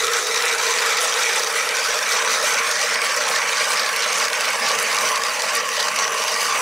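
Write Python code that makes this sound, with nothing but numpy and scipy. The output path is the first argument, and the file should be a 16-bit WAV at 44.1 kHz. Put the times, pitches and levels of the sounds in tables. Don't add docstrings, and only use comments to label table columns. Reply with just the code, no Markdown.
import sys
import numpy as np
from scipy import signal
from scipy.fft import rfft, irfft, next_fast_len
from scipy.io import wavfile
from scipy.ndimage import uniform_filter1d, minimum_filter1d, map_coordinates

SR = 44100
rng = np.random.default_rng(int(sys.argv[2]) if len(sys.argv) > 2 else 0)


def unload_audio(sound):
    columns = np.transpose(np.atleast_2d(sound))
    steps = np.round(np.clip(columns, -1, 1) * 32767)
    wavfile.write(sys.argv[1], SR, steps.astype(np.int16))


def boost(x):
    u = np.asarray(x, float) / 20
    return 10 ** u


N = 291501

# t/s, peak level/dB, f/Hz
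SNAPS = [(0.3426, -18, 5940), (0.4207, -18, 3930), (0.628, -21, 6100), (0.786, -18, 5300),
         (0.97, -14, 5250), (1.11, -22, 5820), (1.293, -15, 3800), (1.393, -13, 5280), (1.845, -9, 4950),
         (1.8612, -17, 5460), (2.117, -13, 5060), (2.4244, -21, 3880), (2.4543, -11, 6000),
         (2.711, -12, 5700), (2.813, -14, 5950), (2.9398, -7, 5170), (3.1634, -18, 6630), (3.348, -8, 5030),
         (3.794, -7, 4780), (3.8306, -19, 4040), (4.182, -13, 5730), (4.249, -8, 5150), (4.685, -6, 4870),
         (5.087, -13, 5460), (5.2344, -21, 6340), (5.7657, -16, 4410), (5.799, -14, 4470),
         (6.0196, -20, 5950), (6.406, -19, 4660), (6.4284, -18, 5980)]
# f/Hz, width/Hz, level/dB shallow, level/dB halfway, level/dB deep, share of the blade swell [1]
SCREW_MODES = [(847, 132, -2.5, -3, 0.5, -0.058), (1017, 61, -3, -5, -1, -0.067),
               (1295, 98, 4, -1.5, -4, -0.076), (1576, 170, -3, 3, -0.5, -0.13),
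               (1723, 235, -9, 2.5, 0, -0.94), (1945, 150, 4, 3.5, 5.5, 0.47), (2012, 280, -9, -1, 1.5, 1),
               (2870, 500, -19, 0, 6, 0.31), (3140, 530, -10, -4, -8.5, -0.65)]
FLIGHT_MODES = [(3380, 530, 4, -4, -4, 0.24), (3890, 260, 7.5, -5, -2, 0.13), (4410, 520, -7, 0, 5.5, 0.41),
                (4780, 390, -9, 3.5, 6.5, 0.054), (5370, 240, -5.5, 0.5, 1, -0.059),
                (5950, 310, 5, 3.5, 8, 0.19), (6510, 140, 0.5, -4, -1, -0.098),
                (7110, 570, -1, -10, -22, 0.19), (8550, 240, -11, -2, -12, 0.51)]
SHAFT_MODES = [(455.3, 31.6, 0, -6.5, -5.5, 0), (514.5, 77, -8, -4, -7.5, 0), (617, 44, -12, -4.5, -5, 0)]
HOLE, BLADE = (1147, 98), (2304, 226)  # f/Hz, width/Hz of each of two passes
# f/Hz, level/dB
BARE_CUT = [(300, -18), (400, -16), (700, -14), (1200, -4.5), (2500, 0), (3300, -15), (6500, -20.5),
            (9000, -32), (11500, -25), (15500, -51.5)]
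# f/Hz, level/dB per Hz
SHEET_RUMBLE = [(40, -70), (85, -19), (130, -6.5), (190, -2), (240, 1.5), (320, -9), (420, -55)]
# f/Hz, left minus right level/dB
PORTS = [(100, 0), (200, -.4), (380, -1.7), (700, -1.9), (1290, -1.1), (1800, -.8), (2500, -2.6),
         (4400, -.7), (6000, -.9), (8120, -.3), (15000, 0)]
# f/Hz, level/dB under the centre
SCATTER = [(100, -40), (300, -31), (500, -23), (1800, -31), (2500, -21), (4500, -27), (5800, -21),
           (7000, -26), (8000, -20.5), (9500, -27), (11000, -16.5), (13000, -20)]
# t/s, share of the port balance [1]
PAN = [
    (0, .7),
    (2.5, .9),
    (4.7, 1.35),
    (5.6, .95),
    (6.61, .9),
]
# f/Hz, level/dB per Hz
DUST_HISS = [(4410, -13.5), (7500, -3), (10400, -7.5), (12500, -15.5), (14700, -14), (15600, -17)]
# t/s, peak level/dB, f/Hz
SPLINTERS = [(0.0513, -14.5, 8800), (0.4539, -11, 8560), (0.86, -14, 8800), (1.0111, -21, 8130),
             (1.027, -12, 8180), (1.3583, -10, 8260), (1.5259, -21, 8550), (1.8397, -21, 8070),
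             (2.536, -10, 8360), (3.7045, -13, 8160), (4.2812, -18, 8870), (4.338, -22, 9000),
             (4.4074, -12, 8030), (4.5027, -14, 8960), (4.798, -12, 8900), (4.8274, -11, 9010),
             (5.2355, -26, 8600), (5.5515, -7, 9800), (5.568, -5, 9000), (5.689, -17, 8800),
             (5.9594, -16, 8900), (0.1331, -14, 10000), (2.1096, -17, 10500), (2.4284, -18, 10200),
             (3.047, -18, 9000), (3.9619, -14, 10900), (6.12, -21, 11000), (6.318, -22, 11400),
             (6.4083, -19, 9400)]
TOP_HZ = 15730
# t/s, jump level/dB
PLATES = [(0.053, 2), (0.0674, 10), (0.311, 13), (0.361, 9), (0.3766, 7), (0.5473, 6), (0.785, 7),
          (0.8605, 6), (1.0451, 6), (1.234, 5), (1.333, 8), (1.4322, 2), (1.4447, 7.5), (1.527, 2),
          (1.539, 4), (1.768, 5), (1.7765, 5), (1.989, 9), (2.3317, 1), (2.7554, 14), (2.7702, 7),
          (2.8276, 12), (2.8909, 4), (2.9567, 11), (3.016, 13), (3.1823, 5), (3.2875, 7), (3.3614, 13),
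          (3.5839, 4), (3.718, -4), (3.8612, 8), (3.8925, 8), (4.127, 2), (4.226, 4), (4.2414, 5),
          (4.282, 15), (4.3012, 9), (4.3307, 4), (4.3401, 3), (4.408, 8), (4.487, 7), (4.5033, 2),
          (4.5316, 9), (4.7158, 12), (4.7512, 9), (4.787, 12), (4.9852, 7), (5.059, -2), (5.116, 13),
          (5.1593, 10), (5.1744, 15), (5.3453, 1), (5.6896, 8.4), (5.96, 13), (5.9967, 8), (6.029, 12),
          (6.0433, 8), (6.078, 16.5), (6.1211, 6.8), (6.2817, 1)]
# t/s, share of the lower tuning [1]
HOLE_SAG = [
    (0, 0.46),
    (4.5, 0.21),
    (5.2, 0.5),
    (5.7, 0.4),
    (6.05, 0.8),
    (6.25, 0.52),
    (6.6, 0.58),
]
SAG_HZ = 55
# lower f/Hz, upper f/Hz
PARTS_HZ = [(640, 950), (1300, 2150), (2700, 4000)]
# t/s, swell level/dB
HEEL_SWELLS = [(0.07, -6), (0.289, -0.5), (0.579, 4), (0.783, -3), (1.003, 4), (1.442, -2), (1.741, -3),
               (1.99, 3), (2.619, -7.4), (3.288, 6.8), (3.532, -4), (3.702, 5.5), (3.901, -5), (4.106, 1.5),
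               (4.55, 5), (4.684, 2), (5.248, -4.5), (5.692, -9), (5.882, 4.5), (6.146, -11)]
WAIST_SWELLS = [(0.07, -2), (0.165, 3.5), (0.279, -2), (0.449, 3), (0.693, 0), (0.858, 3.5), (1.197, 4),
                (1.317, -1.7), (1.437, -4), (1.591, 3.5), (1.781, 0.5), (2.21, -1.6), (2.38, 2.5),
                (2.834, -3), (2.953, 4.5), (3.248, -1), (3.372, 4.5), (3.632, -4), (4.146, -5), (4.245, 2.3),
                (4.545, -2.9), (5.073, 1), (5.238, 1), (5.438, -1.5), (5.572, 3), (5.757, -1), (6.031, 4),
                (6.351, 0), (6.54, -1)]
RIM_SWELLS = [(0.584, -2), (1.023, 3.5), (1.152, 4), (1.232, 3), (1.502, -3), (1.576, 4), (1.916, 2.5),
              (2.854, -2), (3.098, 3), (3.168, -8), (3.238, 2.5), (3.417, -2), (3.512, 4), (3.642, 0.5),
              (3.956, -1), (4.031, 6.5), (4.45, 3), (4.689, 3), (4.784, -1), (4.914, 1), (4.994, -4),
              (5.093, 3), (5.268, -1.3), (5.443, -6), (5.632, 1.8), (5.797, 5), (5.897, -3), (6.006, -5),
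              (6.276, 2), (6.361, -5), (6.475, 0), (6.61, -6)]
FLIGHT_SWELLS = [(0.09, -6), (0.429, -7), (0.823, -2.5), (1.142, -4.5), (1.237, 2), (1.347, -2),
                 (1.457, 2.0), (1.532, -4), (1.706, -5), (1.786, 2.5), (2.145, 1.5), (2.235, -4), (2.33, 3),
                 (2.554, 0.5), (2.629, -5), (2.759, 3), (3.288, -2), (3.367, 2.5), (3.442, -4.1),
                 (3.921, -4.5), (4.036, 1), (4.34, -4), (4.684, 1), (5.073, 3.5), (5.647, -3), (5.847, 0.5),
                 (6.031, 3), (6.126, -4), (6.321, 3.5), (6.48, 3), (6.61, -2.5)]
SHAFT_SWELLS = [(1.04, 7), (1.29, -5), (1.96, 7), (2.43, 6), (2.62, -5), (2.86, 4), (3.1, -5), (3.19, 5),
                (3.48, -6), (3.94, -9), (5.05, 2.8), (5.45, 4.5), (5.71, -3.8), (5.83, 3.5), (6.27, 4),
                (6.5, -10)]
# t/s, swell level/dB
DUST_DRIFTS = [
    (0.963, -5),
    (2.958, -6),
    (3.492, 2.5),
    (3.826, -4),
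    (4.091, -3),
    (5.024, 3.5),
    (5.622, -3),
    (6.036, -3),
    (6.46, 2.8),
    (6.61, 4),
]
HALF_TURNS = [-0.37, 0.04, 0.43, 0.87, 1.28, 1.72, 2.15, 2.5, 2.89, 3.36, 3.74, 4.1, 4.45, 4.74, 5.09, 5.48,
              5.96, 6.39, 6.8]
# t/s, half length/s, coarse cut level/dB, fine cut level/dB
BITES = [(0.24, 0.025, -4.5, -2), (0.572, 0.023, -1, -3.5), (0.87, 0.27, 1, 0.5), (1.116, 0.028, -2, 1),
         (1.363, 0.028, 1.7, 3.5), (1.563, 0.25, -1, -2), (2.046, 0.035, -0.5, -2.5), (2.328, 0.2, 1, 1),
         (2.405, 0.019, -3, -3), (2.462, 0.021, 2.5, 3), (2.585, 0.009, 2.5, 1), (2.836, 0.014, 2.5, 5),
         (2.996, 0.024, -1.5, -3), (3.039, 0.02, 2, 1.5), (3.197, 0.15, -0.3, 0), (3.616, 0.026, 3, 2.5),
         (3.79, 0.023, -0.5, 1.5), (4.237, 0.049, 1, 3.5), (4.293, 0.024, -1.5, -3), (4.502, .058, 1, -1),
         (4.59, 0.02, -1, -3), (4.686, 0.019, 1, 4), (4.905, 0.13, 1.7, -0.8), (5.215, 0.017, -1.5, -4),
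         (5.354, 0.048, -0.5, -2.5), (5.575, 0.013, 0, 6.5), (5.655, 0.067, -1.5, -2.5),
         (5.932, 0.021, 0, -4), (6.02, 0.036, 1.5, 3), (6.572, 0.022, 3, -0.5)]
# level/dB shallow, level/dB halfway, level/dB deep
DEPTH = dict(rim=(-30.5, -33, -32.5), scrape=(-23, -23, -24.5), chips=(-23, -26, -27),
         hole=(-39.5, -34, -30), blade=(-34.5, -30.5, -41.5), hum=(-30.5, -33.5, -34),
         rumble=(-55.5, -53, -51.5), dust=(-31, -33.5, -33), bumps=(-74, -73.5, -80))
# swing level/dB per blade pass, its lag [cycles],
# swing level/dB per push and pull of the arms, its lag [cycles]
CRANK = dict(scrape=(0.39, 0.058, .2, 0.25), chips=(0.24, -0.18, 0.23, 0.24),
         hole=(0.3, 0.28, 0.098, -0.21), blade=(0.78, .02, 0.26, 0.61), rim=(0.44, .01, 0.27, 0.12),
         hum=(0.15, -0.26, .15, -0.021), rumble=(.4, .07, 0.27, .32), dust=(0.25, -0.37, 0.25, -0.03),
         bumps=(1.4, .06, .45, .15))
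FOLLOWS = dict(rim=(0.78, 0.71), scrape=(1, 0.11), chips=(0.087, 0.98), hole=(0.18, 1), blade=(4.4, -0.46),
           hum=(-0.29, 0.54), rumble=(0.98, -.18), dust=(0.67, 0.14), bumps=(1.28, 1.04))
# t/s, swell level/dB
HOLE_CLEARS = [(0.05, 6), (0.67, 3), (0.98, 4), (1.13, 3), (1.35, -5), (1.52, 6.5), (1.9, 2), (2.15, 7.5),
               (2.28, 7.5), (2.63, 8), (3.0, 6), (3.12, 5.5), (3.36, 5), (3.58, 5), (3.73, 7.5),
               (3.88, 5.5), (4.1, 2), (4.23, 3.5), (4.57, 5), (4.72, 6.5), (4.87, -3), (5.0, 8), (5.14, 9),
               (5.26, 6), (5.39, -5), (5.53, 4), (5.66, 7), (5.89, 4.5), (6.02, 4), (6.16, 3.5), (6.4, 2),
               (6.53, 7.5)]
BLADE_SINGS = [(0.06, 5.1), (0.19, 7.5), (0.3, 8), (0.51, 12), (0.69, 4), (0.91, 8.2), (1.27, 15.6),
               (1.6, 15), (1.73, 11), (2.08, 9.2), (2.55, 4.4), (3.01, 8.4), (3.47, 7.2), (3.97, 7.7),
               (4.1, 3.5), (4.33, 5.6), (5.36, 5.3), (5.94, 7.6), (6.39, 14), (6.48, 5.2)]
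SHAFT_SHAKES = [(0.09, 3.0), (0.72, 2.9), (1.07, -9), (1.36, 2), (1.84, -7), (2.04, -10), (2.27, 3.5),
                (2.8, -5), (3.29, 4.5), (4.74, 7), (4.81, 2.8), (4.82, 3.5), (5.07, 7), (5.35, -1),
                (5.49, -7), (5.58, 3.5), (5.91, -8), (6.13, 5)]
SHEET_FLEXES = [(2.34, 5.2), (2.52, 4.1), (2.95, 4.2), (3.28, 5.6), (3.76, 3.6), (4.2, 4.9), (4.64, 8.1),
                (4.81, 3.6), (5.04, 5.2), (5.59, 3.9), (5.95, 3.6)]
DUST_SPRAYS = [(0.46, 2.2), (0.87, 2.5), (1.035, 7.6), (1.22, 4.7), (1.37, 2.5), (1.57, 4.9), (2.11, 2.5),
               (2.48, 6.2), (3.05, 2.5), (3.3, 4.7), (3.72, 6.5), (4.19, 3.5), (4.81, 4.2), (4.93, 2.3),
               (5.09, 4.2), (5.56, 2.6), (6.42, 3.4)]
# t/s, swell level/dB
HANDS_SHIFT = [
    (0.05, 14),
    (0.73, 11.2),
    (1.9, 9),
    (2.33, 11),
    (2.59, 9),
    (6.05, 14),
]
CRACKS = [0.0698, 0.136, 0.3603, 0.3753, 0.424, 0.456, 0.9073, 1.1412, 1.3354, 1.691, 1.7698, 2.1252,
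          2.3329, 2.544, 2.5775, 3.288, 3.361, 3.5846, 3.7197, 4.0234, 4.1311, 4.2005, 4.2426, 4.3322,
          4.455, 4.6889, 4.7162, 4.7515, 4.929, 4.9687, 4.9871, 5.1593, 5.1753, 5.237, 5.4213, 5.8084,
          5.8286, 5.9893, 6.0435, 6.2821]
HEEL_S, SWELL_S, CLEAR_S = 0.043, 0.022, 0.046
RING_S, SHAKE_S, FLEX_S, SPRAY_S, SHIFT_S = 0.033, 0.029, 0.048, 0.023, 0.059
KNOCK_DB = -6
CRACK_DB, CRACK_S, CRACK_HZ = -16, .0009, 4600


def blades(breaks):
    scrape_db = loudness('scrape')
    chips_db = loudness('chips', FLIGHT_SWELLS, SWELL_S)
    hole_db = loudness('hole', HOLE_CLEARS, CLEAR_S)
    blade_db = loudness('blade', BLADE_SINGS, RING_S)
    swell_db = blade_db - uniform_filter1d(blade_db, SR // 2)
    coarse = unit(breaks ** 0.26 * shaving(clump_db=0.15, burst_db=1.0, count=2))
    fine = unit(breaks * shaving(clump_db=1.6, burst_db=1.34, count=2))
    force, bare = 0.72 * fine + 0.68 * coarse

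    def low(hz):
        return boost(along(BARE_CUT, hz)) / (1 + (hz / 3400) ** 8)

    def high(hz):
        return boost(along(BARE_CUT, hz)) / (1 + (3400 / (hz + 1)) ** 8) / (1 + (hz / 8500) ** 8)

    screw = unit(body(force, SCREW_MODES, swell_db, wander_db=2.0))
    screw += boost(-2.0) * unit(filtered(bare, low))
    screw += boost(-8.5) * shards(count=3500, centre_hz=2000, spread=0.293, cycles=2.7, size_db=1.0)
    flight = unit(body(fine[0], FLIGHT_MODES, swell_db, wander_db=3.0))
    flight += boost(-2.0) * unit(filtered(fine[1], high))
    flight += boost(-6.0) * shards(count=6000, centre_hz=5260, spread=0.2964, cycles=9.4, size_db=3.0)
    flight = filtered(flight, lambda hz: 1 / (1 + (2800 / (hz + 1)) ** 6))

    sag = (curves(HOLE_SAG)[0] + 0.17 * wobble(18)).clip(0, 1)
    low_hole = (HOLE[0] - SAG_HZ, HOLE[1])
    hole = (1 - sag) * ring(ring(coarse[0], *HOLE), *HOLE)
    hole += sag * ring(ring(coarse[0], *low_hole), *low_hole)
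    blade = ring(ring(force, *BLADE), *BLADE)
    rings = steady(hole, hole_db - .6, parts=20) - steady(blade, blade_db - 5.0, parts=16)

    cut = steady(mottled(screw, patchy_db=2.0), scrape_db - .4, parts=22)
    cut += steady(breaks ** 0.075 * mottled(flight, patchy_db=2.5), chips_db - .3, parts=18)
    heel, waist, rim = band(cut, PARTS_HZ)
    rest = cut - heel - waist - rim
    loaded = heel * boost(swells(HEEL_SWELLS, HEEL_S)) + waist * boost(swells(WAIST_SWELLS, SWELL_S))
    return rest + loaded + steady(rim, loudness('rim', RIM_SWELLS, SWELL_S), parts=18) + rings


def body(force, modes, swell_db, wander_db):
    depth = np.arange(N) / N
    total = 0
    for k, (hz, width_hz, *depth_db, share) in enumerate(modes):
        level_db = np.interp(depth, [0, .5, 1], depth_db) + share * swell_db
        total = total + (-1) ** k * ring(force, hz, width_hz) * boost(level_db + wander_db * wobble(9))
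    return total


def shaving(clump_db, burst_db, count=1):
    noise = rng.standard_normal((count, N))
    clumps = 1.22 * wobble(22) + wobble(45)
    return unit(noise * boost(clump_db * clumps + burst_db * wobble(260)))


def crunch(count, size, life_s):
    draw = rng.random((count, 2))
    kicks = size * np.bincount((draw[:, 0] * N).astype(int), np.minimum(-np.log(draw[:, 1]), 1.6), N)
    s, jump_db = np.transpose(PLATES)
    kicks[(s * SR).astype(int)] += boost(jump_db + 1.0) - 1
    t = np.arange(400) / SR / life_s
    return 1 + signal.fftconvolve(kicks, t * np.exp(1 - t))[:N]


def shards(count, centre_hz, spread, cycles, size_db):
    draw = rng.random((count, 3))
    hz = centre_hz * np.exp(spread * rng.standard_normal(count))[:, None]
    i = np.arange(360)
    life = i * hz / SR / cycles
    size = boost(size_db * np.minimum(-np.log(draw[:, 1:2]), 4))
    wave = size * life * np.exp(-life) * np.sin(2 * np.pi * (hz * i / SR + draw[:, 2:]))
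    wave = wave * (hz < SR / 2.5)
    at = (draw[:, :1] * N).astype(int) + i
    return unit(np.bincount(at.ravel(), wave.ravel(), N + len(i))[:N])


def mottled(x, patchy_db):
    z = signal.stft(x, nperseg=512)[2]
    field = uniform_filter1d(rng.standard_normal(z.shape), size=3, axis=0)
    field = uniform_filter1d(field, size=5, axis=1)
    return signal.istft(z * boost(patchy_db * unit(field)), nperseg=512)[1][:N]


def snaps():
    out, t = np.zeros(N + 1024), np.arange(1024) / SR
    envelope = (1 - boost(-60 * t / 0.0051)) * boost(-60 * t / 0.032)
    for s, db, hz in SNAPS:
        burst = rng.standard_normal((2, len(t))) * envelope
        bright = signal.lfilter(*signal.iirpeak(hz, 4.5, SR), burst[0])
        knock = signal.lfilter(*signal.iirpeak(1700, 1.5, SR), burst[1])
        snap = bright / np.abs(bright).max() + boost(KNOCK_DB) * knock / np.abs(knock).max()
        out[round(s * SR):][:len(t)] += boost(db + 2.5) * snap
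    return out[:N]


def cracks():
    t = np.arange(-256, 256) / SR
    tone = signal.iirpeak(CRACK_HZ, 1, SR)
    noise = rng.standard_normal((len(CRACKS), len(t)))
    burst = signal.lfilter(*tone, signal.lfilter(*tone, noise))
    burst = burst * np.exp(-.5 * (t / CRACK_S) ** 2)
    burst = burst / np.sqrt(np.sum(burst ** 2, axis=1, keepdims=True) / (2 * CRACK_S * SR))
    at = ((np.reshape(CRACKS, (-1, 1)) + t) * SR).round().astype(int)
    return boost(CRACK_DB) * np.bincount(at.ravel(), burst.ravel(), N)[:N]


def powder(breaks):
    hiss = unit(breaks ** 0.8 * shaving(clump_db=1.0, burst_db=-0.8)[0])
    hiss += boost(-13.0) * shards(count=4000, centre_hz=10340, spread=0.217, cycles=4.7, size_db=0.5)
    hiss = mottled(filtered(hiss, lambda hz: boost(along(DUST_HISS, hz))), patchy_db=3.0)
    level_db = loudness('dust', DUST_SPRAYS, SPRAY_S) + swells(DUST_DRIFTS, SWELL_S)
    far_dust = filtered(rng.standard_normal(N), lambda hz: 1 / (1 + (12000 / (hz + 1)) ** 8))
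    out = np.pad(steady(hiss, level_db - .6, parts=16) + boost(-52.0) * unit(far_dust), (0, 512))
    t = np.arange(512) / SR
    envelope = (1 - boost(-60 * t / 0.0063)) * boost(-60 * t / 0.011)
    for s, db, hz in SPLINTERS:
        burst = rng.standard_normal(len(t)) * envelope
        tick = ring(ring(burst, hz, hz / 2.0), hz, hz / 2.0)
        out[round(s * SR):][:len(t)] += boost(db - 2.5) * tick / np.abs(tick).max()
    return out[:N]


def ice():
    hum_db, rumble_db = loudness('hum'), loudness('rumble', SHEET_FLEXES, FLEX_S)
    hum = body(shaving(clump_db=1.26, burst_db=1.0)[0], SHAFT_MODES, 0, wander_db=0.8)
    hum = unit(filtered(hum, lambda hz: 1 / (1 + (385 / (hz + 1)) ** 7.8) / (1 + (hz / 900) ** 3)))
    upper = filtered(hum, lambda hz: 1 / (1 + (525 / (hz + 1)) ** 20))
    lower = hum - upper

    def own_db(x):
        return 10 * np.log10(np.abs(uniform_filter1d(x ** 2, SR)) + 1e-12)

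    low = steady(lower, own_db(lower) + swells(SHAFT_SHAKES, SHAKE_S), parts=9)
    high = steady(upper, own_db(upper) + swells(SHAFT_SWELLS, SHAKE_S), parts=9)
    rumble = filtered(rng.standard_normal(N), lambda hz: boost(along(SHEET_RUMBLE, hz)))
    return boost(hum_db - own_db(hum) + 0.4) * (low + high) + steady(rumble, rumble_db)


def bumps():
    noise = rng.standard_normal(N) * boost(8 * wobble(16))
    lumps = filtered(noise, lambda hz: hz / (hz + 15) / (1 + (hz / 85) ** 4))
    return boost(loudness('bumps', HANDS_SHIFT, SHIFT_S) + 1.5) * steady(lumps, 0, parts=4)


def loudness(layer, own=((0, 0),), half_s=1):
    s, length, coarse_db, fine_db = np.transpose(BITES)
    t, bite = bells(s, length)
    passes = np.interp(t, HALF_TURNS, np.arange(len(HALF_TURNS)))
    pass_db, pass_lag, arm_db, arm_lag = CRANK[layer]
    coarse_share, fine_share = FOLLOWS[layer]
    db = np.interp(t * SR / N, [0, .5, 1], DEPTH[layer])
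    db = db + pass_db * np.cos(2 * np.pi * (passes - pass_lag))
    db = db + arm_db * np.cos(2 * np.pi * (2 * passes - arm_lag))
    db = db + (coarse_share * coarse_db + fine_share * fine_db) @ bite
    return np.interp(np.arange(N) / SR, t, db) + swells(own, half_s)


def swells(rows, half_s):
    at, swell_db = np.transpose(rows)
    t, bell = bells(at, half_s)
    return np.interp(np.arange(N) / SR, t, swell_db @ bell)


def bells(times, half_s):
    t = np.arange(0, N + 64, 64) / SR
    away = (t - np.reshape(times, (-1, 1))) / np.reshape(np.abs(half_s), (-1, 1))
    return t, np.exp(-.5 * away ** 2)


def steady(x, level_db, parts=7):
    return x * boost(level_db) / np.sqrt(np.abs(uniform_filter1d(x ** 2, SR // parts)) + 1e-12)


def ring(x, hz, width_hz):
    return unit(signal.lfilter(*signal.iirpeak(hz, hz / width_hz, SR), x))


def band(x, edges_hz):
    low, high = np.transpose(edges_hz)[..., None]
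    return filtered(x, lambda hz: 1 / (1 + (low / (hz + 1)) ** 20) / (1 + (hz / high) ** 20))


def filtered(x, response):
    m = next_fast_len(N + 8192)
    return irfft(rfft(x, m) * response(np.fft.rfftfreq(m, 1 / SR)), m)[..., :N]


def wobble(rate):
    step = np.arange(0, N + 16, 16)
    knots = rng.standard_normal(int(N * 400 / SR) + 4)
    coarse = map_coordinates(knots, [step * min(rate, 400) / SR])
    return np.interp(np.arange(N), step, coarse)


def curves(rows):
    s, *cols = np.transpose(rows)
    return [np.interp(np.arange(N) / SR, s, c) for c in cols]


def along(points, hz):
    f, v = np.transpose(points)
    return np.interp(np.log(hz + 1), np.log(f + 1), v)


def unit(x):
    return x / np.sqrt(np.mean(x ** 2) + 1e-20)


def scene():
    breaks = crunch(count=650, size=.7, life_s=.0008)
    cutting = blades(breaks) + snaps() + cracks() + powder(breaks)
    auger = filtered(cutting, lambda hz: 1 / (1 + (330 / (hz + 1)) ** 4)) + ice()
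    z = signal.stft(auger, nperseg=256)[2]
    scattered = signal.istft(z * np.exp(2j * np.pi * rng.random(z.shape)), nperseg=256)[1][:N]
    unlike = filtered(scattered, lambda hz: boost(along(SCATTER, hz) + 4.5))
    lean = filtered(auger, lambda hz: np.tanh(along(PORTS, hz) * np.log(10) / 40))
    side = (lean + unlike) * curves(PAN)[0]
    return np.array([auger + side, auger - side]) + bumps()


def top_cut(x):
    return signal.sosfilt(signal.butter(12, 15730, fs=SR, output="sos"), x)


def record(dry):
    needed = np.minimum(1, .38 / (np.abs(dry).max(0) + 1e-9))
    gain = uniform_filter1d(minimum_filter1d(needed, size=181), size=91)
    mix = filtered(dry * gain, lambda hz: hz < TOP_HZ)
    return top_cut(mix)


dry = scene()
out = record(dry)
unload_audio(out)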